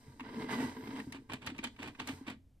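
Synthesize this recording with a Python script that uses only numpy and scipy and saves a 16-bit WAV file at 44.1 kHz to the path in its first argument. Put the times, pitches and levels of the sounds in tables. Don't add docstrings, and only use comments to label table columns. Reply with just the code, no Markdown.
import sys
import numpy as np
from scipy import signal
from scipy.fft import rfft, irfft, next_fast_len
from scipy.io import wavfile
from scipy.ndimage import map_coordinates

SR = 44100
rng = np.random.default_rng(int(sys.argv[2]) if len(sys.argv) > 2 else 0)


def transcribe(u):
    v = np.clip(np.atleast_2d(u).T, -1, 1)
    q = np.round(v * 32767).astype(np.int16)
    wavfile.write(sys.argv[1], SR, q)


N = 114660

# time_s, relative_db
SCRAPE_LEVELS = [(0, -73), (.08, -64.5), (.19, -71), (.24, -56), (.38, -51), (.42, -44.5), (.475, -54.5),
                 (.495, -42.5), (.54, -37.5), (.57, -47), (.62, -41.5), (.72, -54), (.79, -57), (.89, -53),
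                 (.94, -50), (1.005, -47.5), (1.045, -65.5), (1.15, -63), (1.25, -76.5), (2.1, -67),
                 (2.15, -59.5), (2.22, -65.5), (2.25, -65)]
GROAN_LEVELS = [(0, -66.5), (.17, -54.5), (.33, -43.5), (.44, -34.5), (.485, -44.5), (.52, -38.5),
                (.65, -38.5), (.735, -48.5), (.84, -43.5), (1.0, -42), (1.04, -51.5), (1.17, -54),
                (1.26, -60.5)]
HISS_LEVELS = [(0, -72.5), (.24, -78), (.43, -64), (.475, -73), (.52, -53.5), (.57, -61), (.62, -56),
               (.78, -71.5), (1.0, -66.5), (1.08, -73), (1.26, -86.5), (2.04, -78.5), (2.09, -59),
               (2.19, -70.5), (2.26, -84)]
# centre_hz, width_hz, lift_db
BASE_RESONANCES = [(240.2, 68, 7), (435.4, 18, 11), (959, 168, 12.5), (1186, 50, 8), (1594, 110, 9.5),
                   (2028, 140, 8.5), (3050, 600, 5.5)]
# start_s, relative_db
BASE_BUMPS = [(0.21, -30), (0.406, -30), (0.54, -27.5), (.642, -29), (1.07, -27), (1.518, -31),
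              (1.592, -31), (1.662, -34.5), (1.873, -30), (2.093, -25.5), (2.211, -35), (2.274, -30.5)]
HAND_THUDS = [(0.08, -35), (.642, -33.5), (1.07, -36), (1.3, -41), (1.475, -39.5), (2.13, -35.5),
              (2.36, -45)]
# start_s, clack_relative_db, tick_relative_db, pitch_hz
GEAR_CATCHES = [(0.196, -36, -66, 947), (0.205, -38.5, -60, 986), (0.229, -58, -84, 3370),
                (0.872, -47.5, -76, 2440), (0.961, -51, -65, 1850), (0.97, -47, -61, 3300),
                (1.0, -40.5, -57.5, 1910), (1.123, -39.5, -47, 2480), (1.297, -36.5, -64.5, 1040),
                (1.334, -40.5, -44.5, 2550), (1.42, -48, -68.5, 1640), (1.464, -41, -44.5, 3490),
                (1.471, -29.5, -51, 2437), (1.502, -44, -62, 1610), (1.547, -49, -86, 1070),
                (1.581, -46, -55.5, 2420), (1.588, -37, -69, 2340), (1.634, -38.5, -58.5, 1120),
                (1.640, -31, -43, 2420), (1.646, -33, -50.5, 3140), (1.671, -40, -61, 3320),
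                (1.763, -54, -84, 2360), (1.79, -44.5, -71.5, 1010), (1.829, -38, -50, 1580),
                (1.876, -44.5, -54.5, 2520), (1.949, -47, -77, 1580), (1.998, -33, -60, 2780),
                (2.002, -37, -60, 886), (2.073, -39, -40.5, 2550), (2.089, -35, -53, 1510),
                (2.276, -45, -61.5, 1590), (2.3, -43.5, -53.5, 2330)]
# start_s, length_s, relative_db
CRANK_PUSHES = [(1.13, 0.03, -49), (1.29, 0.046, -48.5), (1.309, 0.034, -43), (1.408, 0.06, -54),
                (1.45, 0.047, -46.5), (1.537, 0.08, -58), (1.625, 0.029, -44.5), (1.783, 0.077, -50),
                (1.814, 0.069, -47), (1.985, 0.03, -45), (2.03, 0.076, -56.5), (2.068, 0.034, -41.5),
                (2.106, 0.029, -57), (2.261, 0.049, -44)]
# pitch_hz, relative_db, t60_s
BASE_MODES = [(238.7, -11, 0.1), (273.2, -6, 0.088)]
TABLE_MODES = [(90, -13, 0.24), (130, -5.5, 0.1)]
FRAME_MODES = [(920, -8, 0.097), (1153, 1.5, 0.027), (1560, -9.5, 0.015), (2430, -12.5, 0.024),
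               (3390, 2, 0.031)]
# freq_hz, relative_db
SCRAPE_SPECTRUM = [(200, -25.5), (400, 0), (600, -1.5), (1000, -5), (1450, -6), (2100, -5), (2500, -9),
                   (5000, -15.5), (8000, -39), (14000, -79)]
GROAN_SPECTRUM = [(30, -60), (70, -20), (128, -6.5), (180, -16.5), (225, -3), (265, -0.5), (340, -11),
                  (440, -14), (560, -27.5), (1200, -64.5)]
HISS_SPECTRUM = [(1500, -23), (4000, 13.5), (7000, 13), (9300, 13.5), (10600, -6.5), (13500, 11.5),
                 (14600, -18), (16000, -34)]
TICK_SPECTRUM = [(1500, -16.5), (4000, 2), (6500, -1.5), (8300, 5.5), (10500, -7), (13000, -7.5),
                 (16000, -32)]
CLACK_SPECTRUM = [(200, -30.5), (700, -8), (1300, -1.5), (2500, 5.5), (3800, -2), (5200, -7.5), (9000, -12),
                  (15000, -44.5)]
GRIND_SPECTRUM = [(150, -14), (400, -1), (1000, 2), (1350, -1.5), (2400, 3), (3400, -4), (5000, -14),
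                  (8500, -19), (16000, -40.5)]
AIR_SPECTRUM = [(25, 7), (90, 10.5), (280, -10), (600, -19), (1200, -28.5), (13500, -36.5), (15500, -70)]
# freq_hz, coherence
STEREO_COHERENCE = [(380, 1), (600, 0.88), (1000, 0.7), (2500, 0.2), (5000, 0.1), (12000, 0.4)]
# freq_hz, left_minus_right_db
STEREO_BALANCE = [(300, .3), (640, -0.8), (1100, -3.8), (2400, -2), (4500, 1.3), (13000, 1)]
# freq_hz, t60_s
ROOM_DECAY = [(150, 0.68), (1000, 0.15), (4000, 0.25), (12000, 0.14)]

TOP_HZ = 16000
TIME_S = np.arange(N) / SR
FFT_SIZE = 2 * next_fast_len(N)
BINS_HZ = np.fft.rfftfreq(FFT_SIZE, 1 / SR)


def amp(db):
    return 10 ** (np.asarray(db) / 20)


def unit_rms(x):
    return x / np.sqrt(np.mean(x ** 2) + 1e-20)


def log_interp(points, hz):
    knots_hz, values = np.transpose(points)
    return np.interp(np.log(hz + 1), np.log(knots_hz + 1), values)


def envelope(levels, release_db_per_s=178):
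    overrun_s = np.maximum(TIME_S - levels[-1][0], 0)
    return amp(np.interp(TIME_S, *np.transpose(levels)) - release_db_per_s * overrun_s)


def wobble(rate_hz):
    knots = rng.standard_normal(int(N * rate_hz / SR) + 4)
    return map_coordinates(knots, [TIME_S * rate_hz])


def add(track, start_s, sound):
    part = track[max(round(start_s * SR), 0):][:len(sound)]
    part += sound[:len(part)]


def colour(x, spectrum, peaks=()):
    lift_db = sum(db / (1 + (2 * (BINS_HZ - hz) / width_hz) ** 2) for hz, width_hz, db in peaks)
    gain = unit_rms(amp(log_interp(spectrum, BINS_HZ) + lift_db))
    cepstrum = irfft(np.log(gain + 1e-6))
    cepstrum[1:FFT_SIZE // 2] *= 2
    cepstrum[FFT_SIZE // 2 + 1:] = 0
    return irfft(rfft(x, FFT_SIZE) * np.exp(rfft(cepstrum)), FFT_SIZE)[..., :N]


def slips(rate_hz, spread_db, rush):
    hits = rng.random(N) < rate_hz / SR
    sizes = amp(spread_db * np.clip(rng.standard_normal(N), -2, 2)) * rng.choice([-1, 1], N)
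    return unit_rms(unit_rms(hits * sizes) + rush * rng.standard_normal(N))


def ring(modes, t):
    out = np.zeros(len(t))
    for hz, db, t60_s in modes:
        decay = amp(db + 2.5 * rng.normal() - 60 * t / t60_s)
        detune = 1 + .013 * rng.normal()
        out += decay * np.sin(2 * np.pi * hz * detune * t) * rng.choice([-1, 1])
    return out


def base_slide(drift=.025, judder_db=2):
    scrape = colour(slips(rate_hz=1200, spread_db=-1.5, rush=.43), SCRAPE_SPECTRUM, BASE_RESONANCES)
    read_at = np.cumsum(1 + drift * wobble(5))
    scrape = unit_rms(map_coordinates(scrape, [read_at], mode="mirror"))
    scrape *= envelope(SCRAPE_LEVELS) * amp(judder_db * wobble(90))
    groan = colour(slips(rate_hz=400, spread_db=2.5, rush=.41), GROAN_SPECTRUM, BASE_RESONANCES)
    groan = unit_rms(groan) * envelope(GROAN_LEVELS)
    hiss = unit_rms(colour(rng.standard_normal(N), HISS_SPECTRUM)) * envelope(HISS_LEVELS)
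    return amp(.44) * scrape + amp(-1.27) * groan + amp(2.5) * hiss


def room_air():
    noise = rng.standard_normal(N) + .19 * rng.standard_normal((2, N))
    return unit_rms(colour(noise, AIR_SPECTRUM))


def table_knocks(attack_s=.0011):
    t = np.arange(SR // 3) / SR
    onset = 1 - np.exp(-t / attack_s)
    out = np.zeros(N)
    for contacts, modes in (BASE_BUMPS, BASE_MODES), (HAND_THUDS, TABLE_MODES):
        for start_s, db in contacts:
            add(out, start_s, amp(db) * ring(modes, t) * onset)
    return signal.sosfilt(signal.butter(2, 80, "high", fs=SR, output="sos"), out)


def gear_clicks(part_db=7.5, part_t60_s=.03):
    t = np.arange(SR // 8) / SR
    ticks, clacks, rings = np.zeros((3, N))
    for start_s, clack_db, tick_db, pitch_hz in GEAR_CATCHES:
        lowpass = signal.butter(2, min(2.3 * pitch_hz, TOP_HZ), fs=SR)
        burst = amp(clack_db - 60 * t / .043) * (1 - np.exp(-t / .00021)) * rng.standard_normal(len(t))
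        modes = [(pitch_hz, part_db, part_t60_s)] + FRAME_MODES
        ringing = amp(clack_db) * ring(modes, t) * (1 - np.exp(-t / .0014))
        add(ticks, start_s, amp(tick_db - 60 * t / .022) * rng.standard_normal(len(t)))
        add(clacks, start_s, signal.lfilter(*lowpass, burst))
        add(rings, start_s, signal.lfilter(*lowpass, ringing))
    snaps = amp(4.5) * colour(ticks, TICK_SPECTRUM) + amp(-2) * colour(clacks, CLACK_SPECTRUM)
    return snaps + amp(-8.5) * rings


def base_squeak(start_s=.745, length_s=.15, from_hz=14200, to_hz=12400):
    progress = np.clip((TIME_S - start_s) / length_s, 0, 1)
    glide_hz = from_hz + (to_hz - from_hz) * np.sqrt(progress)
    pitch_hz = glide_hz * (1 + .02 * wobble(700))
    swell = np.sqrt(np.abs(np.sin(np.pi * progress)))
    return swell * np.sin(2 * np.pi * np.cumsum(pitch_hz) / SR)


def gear_rub(attack_s=.015, t60_s=.11):
    power = np.zeros(N)
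    for start_s, length_s, db in CRANK_PUSHES:
        onset = np.clip((TIME_S - start_s) / attack_s, 0, 1)
        overrun_s = np.maximum(TIME_S - start_s - length_s, 0)
        power += (onset * amp(db - 60 * overrun_s / t60_s)) ** 2
    push = np.sqrt(power)
    grind = push * slips(rate_hz=650, spread_db=-.5, rush=.6)
    grind = colour(grind, GRIND_SPECTRUM, peaks=[(hz, 100, 3.5) for hz, _, _ in FRAME_MODES])
    shake = np.sqrt(push) * slips(rate_hz=460, spread_db=-.5, rush=.54)
    shake = colour(shake, GROAN_SPECTRUM, peaks=[(92.6, 13, 10)])
    return amp(-2) * grind + amp(-25) * shake


def place(x, left_lag_s, scatter_t60_s=.017):
    t = np.arange(SR // 20) / SR
    scatter = rng.standard_normal(len(t)) * amp(-60 * t / scatter_t60_s)
    scatter /= np.linalg.norm(scatter)
    angle_rad = np.arccos(np.clip(log_interp(STEREO_COHERENCE, BINS_HZ), 0, 1)) / 2
    side = np.array([[1], [-1]])
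    spread = np.cos(angle_rad) + side * np.sin(angle_rad) * rfft(scatter, FFT_SIZE)
    balance = amp(side * log_interp(STEREO_BALANCE, BINS_HZ) / 2)
    delay = np.exp(-1j * np.pi * side * BINS_HZ * left_lag_s)
    return irfft(rfft(x, FFT_SIZE) * spread * balance * delay, FFT_SIZE)[:, :N]


def room_reverb(x):
    hz, t, noise = signal.stft(rng.standard_normal((2, SR // 2)), SR, nperseg=256)
    decay = amp(-60 * t / log_interp(ROOM_DECAY, hz)[:, None])
    tail = signal.istft(noise * decay, SR, nperseg=256)[1]
    tail = np.pad(tail / np.linalg.norm(tail[0]), ((0, 0), (SR // 200, 0)))
    width = signal.sosfilt(signal.butter(2, 600, "high", fs=SR, output="sos"), tail[0] - tail[1])
    tail = tail.mean(0) + np.array([[.5], [-.5]]) * width
    return signal.fftconvolve(x[None], tail, axes=1)[:, :N]


def scene():
    sliding = base_slide() + amp(-68) * base_squeak()
    rubbing = gear_rub()
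    impacts = gear_clicks() + table_knocks()
    air = room_air()
    direct = place(sliding, left_lag_s=9e-5)
    direct += place(rubbing, left_lag_s=7e-5) + place(impacts, left_lag_s=7e-5)
    return direct + amp(-14.5) * room_reverb(sliding + rubbing + impacts) + amp(-64) * air


def record(dry):
    return irfft(rfft(dry, FFT_SIZE) * (BINS_HZ < TOP_HZ), FFT_SIZE)[:, :N]


dry = scene()
out = record(dry)
transcribe(out)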